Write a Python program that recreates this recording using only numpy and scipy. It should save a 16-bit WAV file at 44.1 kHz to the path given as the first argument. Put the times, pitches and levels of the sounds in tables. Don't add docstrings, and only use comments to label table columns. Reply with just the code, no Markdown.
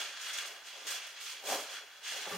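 import sys
import numpy as np
from scipy import signal
from scipy.io import wavfile

SR = 44100
rng = np.random.default_rng(int(sys.argv[2]) if len(sys.argv) > 2 else 0)


def wrap_up_sound(samples):
    columns = np.atleast_2d(samples).T
    tamed = np.clip(columns, -1, 1)
    steps = np.round(tamed * 32767).astype(np.int16)
    wavfile.write(sys.argv[1], SR, steps)


def attenuation_scalar(level_db):
    decades = np.asarray(level_db, float) / 20
    return 10 ** decades


N = 104737

# start_s, scrape level_db, cloth tape shake_db (beside the scrape)
PULL = [(0.0, -38.5, -4.5), (.11, -47.5, -1), (.28, -42.5, 2.5), (.4, -41, -5), (.62, -56, 5),
        (.69, -48, -8), (.855, -49.5, -9), (.875, -39, -3.5), (1.14, -52, -0.5), (1.3, -42, -20),
        (1.42, -53, -9), (1.5, -39, 2.5), (1.65, -47.5, -5.5), (1.78, -43.5, 2.5), (1.84, -56.5, 5),
        (2.01, -55, -1), (2.07, -40.5, -13), (2.37, -47.5, 11)]
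# pitch_hz, level_db
SCRAPE_TONE = [(500, -29), (1100, -6.5), (1600, -3), (3000, -1), (5000, -6), (7000, -6), (9000, -26),
               (15500, -43)]
TAPE_HZ, TAPE_WIDTH_HZ = 1570, 356
# start_s, level_db, rise_s, hold_s
TUGS = [(0.0, -49, 0.0022, 0.03), (0.188, -50.5, .03, 0.087), (0.329, -49, 0.0029, 0.011),
        (0.368, -48, 0.0077, 0.017), (0.453, -51.5, 0.0037, 0.023), (0.646, -59.5, 0.016, 0.032),
        (0.763, -65, 0.011, 0.084), (0.864, -45.5, .006, 0.077), (1.064, -56, .004, 0.019),
        (1.196, -52.5, 0.016, 0.048), (1.258, -50, 0.029, 0.023), (1.434, -42.5, 0.045, 0.069),
        (1.597, -49.5, .005, 0.025), (1.691, -53, 0.015, 0.037), (2.023, -50, 0.037, 0.16),
        (2.26, -54.5, 0.025, .1)]
TUG_FADE_DB_PER_S = 254
SNAP_DB, SNAP_S = 6, 0.01
# pitch_hz, level_db
RUSTLE_TONE = [(1500, -24.5), (3000, -6), (6000, 3), (8000, -1.5), (11000, -8), (15500, -10)]
# pitch_hz, width_hz, level_db
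HARDWARE = [(1613, 23, -8.5), (1696, 28, -10.5), (2380, 49, -16), (2660, 26, -11), (2854, 39, -2),
            (3060, 28, -5.5), (3324, 68, 3), (3406, 35, 1.2), (4100, 48, -5), (4890, 65, -6.5),
            (5820, 50, -6), (6680, 183, -1), (8120, 100, -2.5), (11890, 140, -5.5)]
HARDWARE_DB = -5.5
# start_s, level_db
SQUEEZE = [(0.0, -51.5), (0.14, -65), (0.49, -57.5), (0.73, -66.5), (0.74, -59.5), (0.84, -58), (0.86, -53),
           (1.13, -67), (1.39, -64.5), (1.44, -51), (1.52, -35.5), (1.67, -55.5), (1.95, -70.5),
           (2.11, -61.5), (2.12, -53), (2.23, -54.5), (2.28, -44), (2.37, -40.5)]
# pitch_hz, level_db
LEATHER_TONE = [(60, -52), (150, -19.5), (280, -8), (500, -1.5), (800, 6.5), (1200, -6.5), (2500, -10),
                (6000, -17.5)]
# pitch_hz, width_hz, level_db
PANELS = [(302, 27, -5), (418, 35, 3), (532, 31, -0.5), (772, 39, -7.5), (1170, 37, -3.5)]
BASS_DB_PER_DB, PANEL_BASS_HZ = 0.13, 388
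# pitch_hz, time to fall by 60 dB_s
WALLS = [(200, 0.33), (2000, 0.43), (6000, 0.25), (14000, 0.26)]
WALLS_DB = -8
# pitch_hz, level_db
HISS_TONE = [(25, -8), (100, -5), (300, -22), (1000, 9.5), (5000, -2.5), (15500, -2.5)]
HISS_DB = -63
# start_s, level_db above the scrape
CATCHES = [
    (.386, 9),
    (.449, 3),
    (0.881, 0),
    (1.53, 8),
    (2.07, -2),
    (2.122, 4.5),
    (2.208, 7),
]
CATCH_S = 0.0023
# pitch_hz, width_hz, level_db
BELLY = [(122, 30, -12), (186, 35, -2.5)]
BELLY_START_S, BELLY_RISE_S, BELLY_DB = 2.25, 0.055, -57.5
# pitch_hz, likeness (0 to 1)
LIKENESS = [(30, .7), (70, .85), (150, .985), (400, .985), (1000, .92), (2500, .79), (6000, .36),
            (12000, .16)]
# pitch_hz, difference_db
LEAN = [(60, 2), (240, 3), (950, 0.5), (3770, -1), (15000, -3.5)]
EDGES_HZ = 26 * 2 ** np.arange(0, 9.6, .5)
CUTOFF_HZ = 15800


def rms_one(x):
    return x / np.sqrt(np.mean(x ** 2) + 1e-20)


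def in_time(rows, column=1):
    table = np.array(rows)
    return np.interp(np.arange(N) / SR, table[:, 0], table[:, column])


def at_hz(points, hz):
    table = np.array(points)
    return np.interp(np.log(hz), np.log(table[:, 0] + 1), table[:, 1])


def band_pass(x, low, high):
    return signal.sosfilt(signal.butter(2, [low, high], "band", fs=SR, output="sos"), x)


def resonate(x, hz, width):
    r = np.exp(-np.pi * width / SR)
    top = (1 - r * r) / 2 * np.array([1, 0, -1])
    bottom = [1, -2 * r * np.cos(2 * np.pi * hz / SR), r * r]
    return signal.lfilter(top, bottom, x)


def drift(rate):
    r = np.exp(-80 * np.pi * rate / SR)
    noise = rng.standard_normal(N // 40 + 2002)
    slow = signal.lfilter([1], [1, -2 * r, r * r], noise)[2000:]
    return np.interp(np.arange(N) / 40, np.arange(len(slow)), rms_one(slow))


def grains(per_s, spread_db, clump_db):
    shape = (2, 2, N)
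    born = rng.random(shape) < per_s * attenuation_scalar(clump_db * drift(60)) / SR
    sizes = attenuation_scalar(spread_db * np.minimum(rng.exponential(1, shape), 5.0))
    signs = rng.choice([-1, 1], shape)
    return rms_one(born * sizes * signs) + 1e-18


def colour(streams, tone, patchy_db):
    out = 0
    for k, (low, high) in enumerate(zip(EDGES_HZ, EDGES_HZ[1:])):
        hz = np.sqrt(low * high)
        mid, side = band_pass(streams[k % 2], low, high)
        alike = np.clip(at_hz(LIKENESS, hz), 0, 1)
        balance = attenuation_scalar(at_hz(LEAN, hz) / 2 * np.array([[1], [-1]]))
        gain = attenuation_scalar(at_hz(tone, hz) + patchy_db * drift(10)) * balance
        out = out + gain * (np.sqrt(1 + alike) * mid + np.sqrt(1 - alike) * side * [[1], [-1]])
    return rms_one(out)


def slider():
    scrape = colour(grains(6000, spread_db=2.0, clump_db=2.0), SCRAPE_TONE, patchy_db=0.64)
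    tape = attenuation_scalar(in_time(PULL, column=2)) * resonate(scrape, TAPE_HZ, TAPE_WIDTH_HZ)
    return attenuation_scalar(in_time(PULL) - 3.0 + catches_db()) * (scrape + tape)


def rustle():
    t = np.arange(N) / SR
    power = 0
    for start, db, rise, hold in TUGS:
        fade_db = -TUG_FADE_DB_PER_S * np.maximum(t - start - rise - hold, 0)
        snap_db = SNAP_DB * np.exp(-rise / SNAP_S - np.maximum(t - start - rise, 0) / SNAP_S)
        ramp = np.clip((t - start) / max(rise, .001), 0, 1)
        power = power + (attenuation_scalar(db + fade_db + snap_db) * ramp) ** 2
    noise = colour(grains(12000, spread_db=2.5, clump_db=3.5), RUSTLE_TONE, patchy_db=0.45)
    return np.sqrt(power) * noise


def hardware(x):
    ringing = sum(attenuation_scalar(db + HARDWARE_DB + 9.5) * resonate(x, hz, width) for hz, width, db in HARDWARE)
    return x + ringing


def leather():
    squeeze_db = in_time(SQUEEZE)
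    rub = colour(grains(1200, spread_db=3.0, clump_db=2.0), LEATHER_TONE, patchy_db=1.8)
    deep = signal.sosfilt(signal.butter(2, PANEL_BASS_HZ, fs=SR, output="sos"), rub)
    bass_share = attenuation_scalar(BASS_DB_PER_DB * (squeeze_db - squeeze_db.max()))
    rub = attenuation_scalar(squeeze_db - 1.5) * (rub - (1 - bass_share) * deep)
    return rub + sum(attenuation_scalar(db) * resonate(rub, hz, width) for hz, width, db in PANELS)


def room(x):
    t = np.arange(SR // 2) / SR
    noise = rng.standard_normal(len(t))
    tail = 0
    for low, high in zip(EDGES_HZ[::2], EDGES_HZ[2::2]):
        fade = attenuation_scalar(-60 * t / at_hz(WALLS, np.sqrt(low * high)))
        tail = tail + band_pass(noise, low, high) * fade * (t > .004)
    tail = tail / np.sqrt(np.sum(tail ** 2))
    return signal.fftconvolve(x, tail[None], axes=1)[:, :N]


def hiss():
    return attenuation_scalar(HISS_DB) * colour(rng.standard_normal((2, 2, N)), HISS_TONE, patchy_db=0)


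def catches_db():
    t = np.arange(N) / SR
    return sum(db * (t > start) * np.exp(-np.maximum(t - start, 0) / CATCH_S) for start, db in CATCHES)


def belly():
    noise = rng.standard_normal(N)
    hollow = sum(attenuation_scalar(db) * resonate(resonate(noise, hz, width), hz, width) for hz, width, db in BELLY)
    rise = np.clip((np.arange(N) / SR - BELLY_START_S) / BELLY_RISE_S, 0, 1)
    return attenuation_scalar(BELLY_DB) * rise * rms_one(hollow)


def scene():
    zipper = slider() + rustle()
    metal = signal.sosfilt(signal.butter(2, 400, "high", fs=SR, output="sos"), zipper)
    bag = hardware(metal) + leather() + belly()
    return attenuation_scalar(1) * (bag + attenuation_scalar(WALLS_DB) * room(bag)) + hiss()


def band_limit(x):
    return signal.sosfilt(signal.butter(12, 16290, fs=SR, output="sos"), x)


def record(dry):
    steep = signal.ellip(12, .5, 70, CUTOFF_HZ, fs=SR, output="sos")
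    finished = signal.sosfilt(steep, dry)
    return band_limit(finished)


dry = scene()
out = record(dry)
wrap_up_sound(out)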